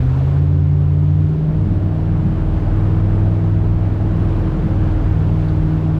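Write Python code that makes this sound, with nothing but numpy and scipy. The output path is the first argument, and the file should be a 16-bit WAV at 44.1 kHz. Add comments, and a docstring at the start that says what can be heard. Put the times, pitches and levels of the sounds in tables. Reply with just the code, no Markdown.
"""A jet boat's V8 picks up speed and settles into a steady drone, heard from on board on a fast river.
The engine is a stack of unsteady tones at multiples of its cycle rate, and it buzzes the hull plates.
The exhaust at the waterline booms while clear; covered by the wake, it throbs and burbles with bubbles.
Water rumbles and slaps under the hull as shaped noise, and froth and fine drops fill its wash and spray.
A limiter holds the peaks."""
import sys
import numpy as np
from scipy import signal
from scipy.fft import rfft, irfft, next_fast_len
from scipy.io import wavfile
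from scipy.ndimage import uniform_filter1d, minimum_filter1d, map_coordinates

SR = 44100
rng = np.random.default_rng(int(sys.argv[2]) if len(sys.argv) > 2 else 0)


def output_pcm(signal):
    """Save a mono or channel-first signal as 16-bit PCM at the path in sys.argv[1].

    Samples are clipped to [-1, 1] before scaling.
    """
    pcm = np.clip(np.atleast_2d(signal).T, -1, 1) * 32767
    wavfile.write(sys.argv[1], SR, np.round(pcm).astype(np.int16))


N = 264159
TOP_HZ = 15700  # band limit, also the highest starting pitch of a bubble
LOAD_DB_PER_DECADE = 60  # growl and plate buzz against engine speed

# Engine speed. Each row: time in seconds, four-stroke cycles per second.
ENGINE_SPEED = [(0, 15.67), (0.42, 17.92), (0.68, 18.15), (0.86, 18.02), (1.42, 19.32), (1.75, 19.63),
                (2.1, 19.67), (2.7, 19.92), (2.95, 20.14), (3.5, 20.34), (3.75, 20.17), (4.22, 20.25),
                (4.55, 19.92), (5.1, 19.66), (5.99, 19.54)]
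# How far the wake covers the exhaust outlet. Each row: time in seconds, cover from 0 clear to 1 covered.
OUTLET_COVER = [(0, 0.088), (.6, .02), (1.2, 0.085), (1.5, 0.12), (1.62, 0.85), (1.82, 0.87), (1.96, .45),
                (2.25, 0.6), (2.65, .95), (3.45, 0.67), (3.95, 0.78), (4.55, .92), (4.98, 1), (5.2, 0.54),
                (5.98, 0.24)]

# Exhaust and engine levels that follow the cover, before any momentary change.
# Each is a pair: level with the outlet clear in dB, level with it covered in dB.
CRANK_DB = (-43.5, -20.5)  # crankshaft throb, two a cycle
LOPE_DB = (-31.5, -44.5)  # slow lope, three beats a cycle
TWICE_CRANK_DB = (-33.5, -24)  # four a cycle
FIRING_DB = (-15.5, -33.5)  # firing tone, eight a cycle
GROWL_GAIN_DB = (-2.5, .5)  # gain on all the weaker tones
RUMBLE_DB = (-34, -30)
BURBLE_DB = (-33.5, -26.5)

# Uneven beat of one cylinder bank, five a cycle, before swells. 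Each row: time in seconds, level in dB.
BANK_BEAT = [(0, -24.5), (.48, -13.5), (.8, -16.5), (1.2, -16), (2.0, -19), (3.15, -14.5), (4.25, -19),
             (5.2, -16.5), (5.98, -22)]
# Drone an octave above the firing tone, before swells. Each row: time in seconds, level in dB.
DRONE_LEVEL = [(0, -29.5), (.35, -29.5), (1.1, -34), (1.8, -29.8), (2.2, -31.5), (3.0, -29), (3.9, -32),
               (4.45, -27.5), (5.98, -27.5)]
# Weaker tones from unequal cylinders. Each row: multiple of the cycle rate, level in dB before load and cover.
GROWL_TONES = [(1, -43), (6, -40.5), (7, -30.5), (9, -40), (10, -37.5), (11, -41.5), (12, -43), (13, -44),
               (15, -42.5), (17, -41.5), (18, -47), (19, -47), (21, -52.5), (23, -50.5), (24, -49),
               (27, -56.5), (29, -52.5), (32, -53), (40, -56.5)]
# Engine tones that swell or fade for a moment.
# Each row: multiple of the cycle rate, middle in seconds, half length in seconds, change in dB.
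TONE_SWELLS = [(3, 5.1, 0.35, 13.5), (5, 1.438, .1, -20), (5, 2.5, .22, -6), (5, 4.58, 0.078, -21.5),
               (5, 5.0, .07, -6), (8, 1.78, .09, -10), (8, 3.9, 0.045, 2.5), (16, 1.42, .06, -5),
               (16, 5.22, 0.084, -12.5), (19, 2.85, 0.24, 10), (21, .7, 0.45, 10.5), (21, 4.3, .3, 9.5)]
# Hull plate resonances. Each row: centre in Hz, width in Hz, relative gain in dB.
HULL_RESONANCES = [(273.6, 24, 2.5), (378.2, 23, -2.5), (635, 70, -15.5)]

# Waves that rumble under the hull. Each row: middle in seconds, half length in seconds, level in dB.
HULL_WAVES = [(.02, .1, -21), (1.618, .13, -24), (2.566, .08, -28), (3.677, 0.11, -22.5), (4.202, .08, -26),
              (5.6, 0.19, -23)]
# Exhaust gas gulping out of the wake. Each row: middle in seconds, half length in seconds, level in dB.
GAS_GULPS = [(1.7, 0.28, -22.5), (2.268, .11, -21), (4.15, .12, -25), (4.68, 0.14, -22.5), (5.17, .12, -26)]
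# Water along the hull, before its flutter. Each row: time in seconds, wash level in dB, spray level in dB.
WATER_FLOW = [(0, -33.5, -50.5), (.3, -33.5, -51), (.62, -38.5, -55.5), (1.3, -37.5, -55),
              (2.2, -34.5, -54), (2.8, -31.5, -52), (3.7, -34.5, -54), (4.3, -32, -51), (4.8, -31.5, -51.5),
              (5.45, -33, -51), (5.99, -33.5, -52.5)]
# Slaps of water on the hull.
# Each row: start in seconds, level in dB before the envelope, pitch in Hz, length in seconds.
HULL_SLAPS = [(0.207, -31, 682, 0.03), (1.916, -33, 640, .16), (3.847, -31, 860, .02),
              (5.483, -45, 4250, .02)]

# Tone colours, as filter curves. Each row: frequency in Hz, relative gain in dB.
RUMBLE_COLOUR = [(5, -15), (14, -8.5), (32, -7), (50, 4.5), (72, 0.5), (105, -4.5), (150, -24), (300, -60),
                 (600, -120)]
BURBLE_COLOUR = [(40, -40.5), (80, -8), (120, -4), (165, -1), (205, -2), (240, -10.5), (330, -19),
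                 (600, -44), (1500, -120)]
WASH_COLOUR = [(60, -29.5), (200, 3.5), (420, 2), (520, -1), (690, -1.5), (990, -5.5), (1500, -10.5),
               (2000, -17.5), (3000, -27.5), (6000, -56.5), (12000, -120)]
SPRAY_COLOUR = [(500, -51), (1400, -5.5), (2200, 0), (3100, -2.5), (4000, -6.5), (5000, -10.5),
                (6000, -14.5), (6900, -16.5), (8000, -18), (10000, -27), (11200, -30), (12300, -16.5),
                (13400, -31), (15500, -33)]


def amp(db):
    """Decibels to gain."""
    return 10 ** (np.asarray(db) / 20)


def unit(x):
    """Scale x to rms 1."""
    return x / np.sqrt(np.mean(x ** 2) + 1e-20)


def curves(rows):
    """Draw one automation curve, a value per sample, for each column after the time."""
    seconds, *columns = np.transpose(rows)
    return [np.interp(np.arange(N) / SR, seconds, column) for column in columns]


def blend(levels_db, cover):
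    """Crossfade the gain from the clear to the covered level of the exhaust."""
    clear, covered = amp(levels_db)
    return clear + (covered - clear) * cover


def swell(middle, half_length):
    """A bell-shaped rise and fall around a moment, in seconds."""
    return np.exp(-((np.arange(N) / SR - middle) / half_length) ** 2)


def wobble(rate):
    """A smooth random curve with rate knots a second."""
    knots = rng.standard_normal(int(N * rate / SR) + 4)
    return map_coordinates(knots, [np.arange(N) * rate / SR])


def filtered(x, response):
    """Filter x by a complex response of frequency in Hz."""
    size = next_fast_len(N + SR // 2)
    hz = np.fft.rfftfreq(size, 1 / SR)
    return irfft(rfft(x, size) * response(hz), size)[:N]


def coloured(x, colour):
    """Shape x by a filter curve drawn on a log frequency axis, then scale to rms 1."""
    f, db = np.transpose(colour)
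    return unit(filtered(x, lambda hz: amp(np.interp(np.log(hz + 1), np.log(f), db))))


def turbulence(patchy_db):
    """White noise with smooth patches of random gain in time and frequency."""
    grid = signal.stft(rng.standard_normal(N), nperseg=512)[2]
    patches = uniform_filter1d(rng.standard_normal(grid.shape), size=6, axis=0)  # across frequency
    patches = uniform_filter1d(patches, size=12, axis=1)  # across time
    return unit(signal.istft(grid * amp(patchy_db * unit(patches)), nperseg=512)[1][:N])


def bubbles(count, centre_hz, spread, cycles, size_db, rise):
    """Scattered damped rings of random pitch and size, each rising in pitch as it dies."""
    start, size = rng.random((count, 2)).T
    hz = centre_hz * np.exp(spread * rng.standard_normal((count, 1)))
    hz = np.clip(hz, centre_hz / 2, TOP_HZ)
    t = np.arange(int(2 * cycles * SR / centre_hz)) / SR
    age = hz * t / cycles  # 1 when the ring has died by 40 dB
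    envelope = np.exp(-np.log(100) * age) * (1 - np.exp(-2 * hz * t))
    ring = np.sin(2 * np.pi * hz * t * (1 + rise * age / 2)) * envelope
    loudness = amp(-size_db * np.log(1 - size))[:, None]  # a few bubbles stand out
    at = (start[:, None] * N).astype(int) + np.arange(len(t))
    return unit(np.bincount(at.ravel(), (ring * loudness).ravel(), N)[:N])


def tone(angle, shake, shake_rate):
    """An engine tone of rms about 1; uneven combustion shakes its strength and phase."""
    unsteady = 1 + shake * (wobble(shake_rate) + 1j * wobble(shake_rate))
    carrier = np.exp(1j * (angle + 2 * np.pi * rng.random()))
    return np.sqrt(2 / (1 + 2 * shake ** 2)) * np.real(unsteady * carrier)


def engine(angle, load_db, cover):
    """Eight firings and two crank turns a cycle; water on the outlet muffles firing and passes crank throb."""
    def partial(order, shake, shake_rate):
        """The tone at one multiple of the cycle rate, with its momentary swells."""
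        swell_db = sum(db * swell(s, half) for k, s, half, db in TONE_SWELLS if k == order)
        return amp(swell_db) * tone(order * angle, shake, shake_rate)

    beat_db, = curves(BANK_BEAT)
    drone_db, = curves(DRONE_LEVEL)
    crank = blend(CRANK_DB, cover) * partial(order=2, shake=0.37, shake_rate=7.7)
    lope = blend(LOPE_DB, cover) * partial(order=3, shake=0.2, shake_rate=7)
    twice_crank = blend(TWICE_CRANK_DB, cover) * partial(order=4, shake=0.067, shake_rate=6.4)
    beat = amp(beat_db) * partial(order=5, shake=0.1, shake_rate=20)
    firing = blend(FIRING_DB, cover) * partial(order=8, shake=0.089, shake_rate=24)
    drone = amp(drone_db) * partial(order=16, shake=0.17, shake_rate=28)
    growl = sum(amp(db) * partial(order=k, shake=0.3, shake_rate=5) for k, db in GROWL_TONES)
    growl = amp(load_db) * blend(GROWL_GAIN_DB, cover) * growl
    return crank + lope + twice_crank + beat + firing + drone + growl


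def hull(angle, load_db):
    """The engine shakes the plates: overtones swell as they cross a resonance, over a rough buzz."""
    def plates(f):
        """Response of the resonances in parallel."""
        return sum(amp(db) * 1j * f * width / (centre * centre - f * f + 1j * f * width)
                   for centre, width, db in HULL_RESONANCES)

    def buzzing_plates(f):
        """The plates, falling away above 900 Hz and below 150 Hz."""
        return plates(f) / (1 + (f / 900) ** 4) * f ** 2 / (f ** 2 + 150 ** 2)

    shaking = sum(tone(k * angle, shake=0.3, shake_rate=6) for k in range(13, 34))
    bursts = rng.standard_normal(N) * (1 + 0.5 * np.cos(8 * angle))  # noise pulsing with the firing
    buzz = filtered(bursts, buzzing_plates)
    return amp(-35.5) * unit(filtered(shaking, plates)) + amp(load_db - 40.0) * unit(buzz)


def churn(cover):
    """Chop rumbles under the hull; exhaust gas breaks out of the wake as a dense stream of bubbles."""
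    waves = sum(amp(db) * swell(s, half) for s, half, db in HULL_WAVES)
    gulps = sum(amp(db) * swell(s, half) for s, half, db in GAS_GULPS)
    gas = bubbles(count=2500, centre_hz=161.7, spread=0.3, cycles=5.5, size_db=1.0, rise=0.15)
    # Steady and momentary levels add as powers.
    rumble_gain = np.hypot(blend(RUMBLE_DB, cover), waves)
    burble_gain = np.hypot(blend(BURBLE_DB, cover), gulps)
    rumble = rumble_gain * coloured(rng.standard_normal(N), RUMBLE_COLOUR)
    return rumble + burble_gain * coloured(gas, BURBLE_COLOUR)


def water():
    """The bow wave rushes with small bubbles in it; its spray patters back as fine drops."""
    wash_db, spray_db = curves(WATER_FLOW)
    froth = bubbles(count=6000, centre_hz=898, spread=0.5, cycles=8, size_db=0.9, rise=0.23)
    wash = coloured(turbulence(patchy_db=1.0) + 0.1 * froth, WASH_COLOUR)
    drops = bubbles(count=12000, centre_hz=5500, spread=0.6, cycles=2.6, size_db=0.4, rise=0.1)
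    spray = coloured(turbulence(patchy_db=0.5) + 0.3 * drops, SPRAY_COLOUR)
    flutter = amp(0.19 * wobble(13))
    return flutter * (amp(wash_db) * wash + amp(spray_db) * spray)


def slaps():
    """Single wavelets strike the hull: short bursts of narrow noise, quick to rise and slower to die."""
    out = np.zeros(N)
    for start, db, pitch_hz, length in HULL_SLAPS:
        age = np.maximum(np.arange(N) / SR - start, 0) / length
        noise = rng.standard_normal(N)
        band = unit(filtered(noise, lambda f: np.exp(-((f / pitch_hz - 1) / 0.17) ** 2)))
        out += amp(db) * band * (1 - np.exp(-20 * age)) * np.exp(-2 * age)
    return out


def scene():
    """Engine and water together; a faster engine works harder and growls more."""
    speed, = curves(ENGINE_SPEED)
    cover = np.clip(curves(OUTLET_COVER)[0], 0, 1)
    angle = 2 * np.pi * np.cumsum(speed) / SR  # phase of the four-stroke cycle
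    load_db = LOAD_DB_PER_DECADE * np.log10(speed / speed.max()) + 0.8
    boat = engine(angle, load_db, cover) + hull(angle, load_db)
    return (boat + churn(cover) + water() + slaps())[None]


def limiter(x, ceiling_db, hold_s):
    """The gain dips smoothly around every peak above the ceiling."""
    needed = np.minimum(1, amp(ceiling_db) / (np.abs(x) + 1e-9))
    size = max(int(hold_s * SR), 2)
    return x * uniform_filter1d(minimum_filter1d(needed, size), size)


def record(dry):
    """Limit the peaks, fade both ends over 4 ms and cut everything from the band limit up."""
    t = np.arange(N) / SR
    to_nearest_end = np.minimum(t, t[-1] - t)
    fades = np.sin(np.pi / 2 * np.minimum(to_nearest_end / 0.004, 1)) ** 2
    limited = limiter(dry[0], ceiling_db=-6.3, hold_s=0.016)
    return filtered(fades * limited, lambda hz: hz < TOP_HZ)[None]


dry = scene()
out = record(dry)
output_pcm(out)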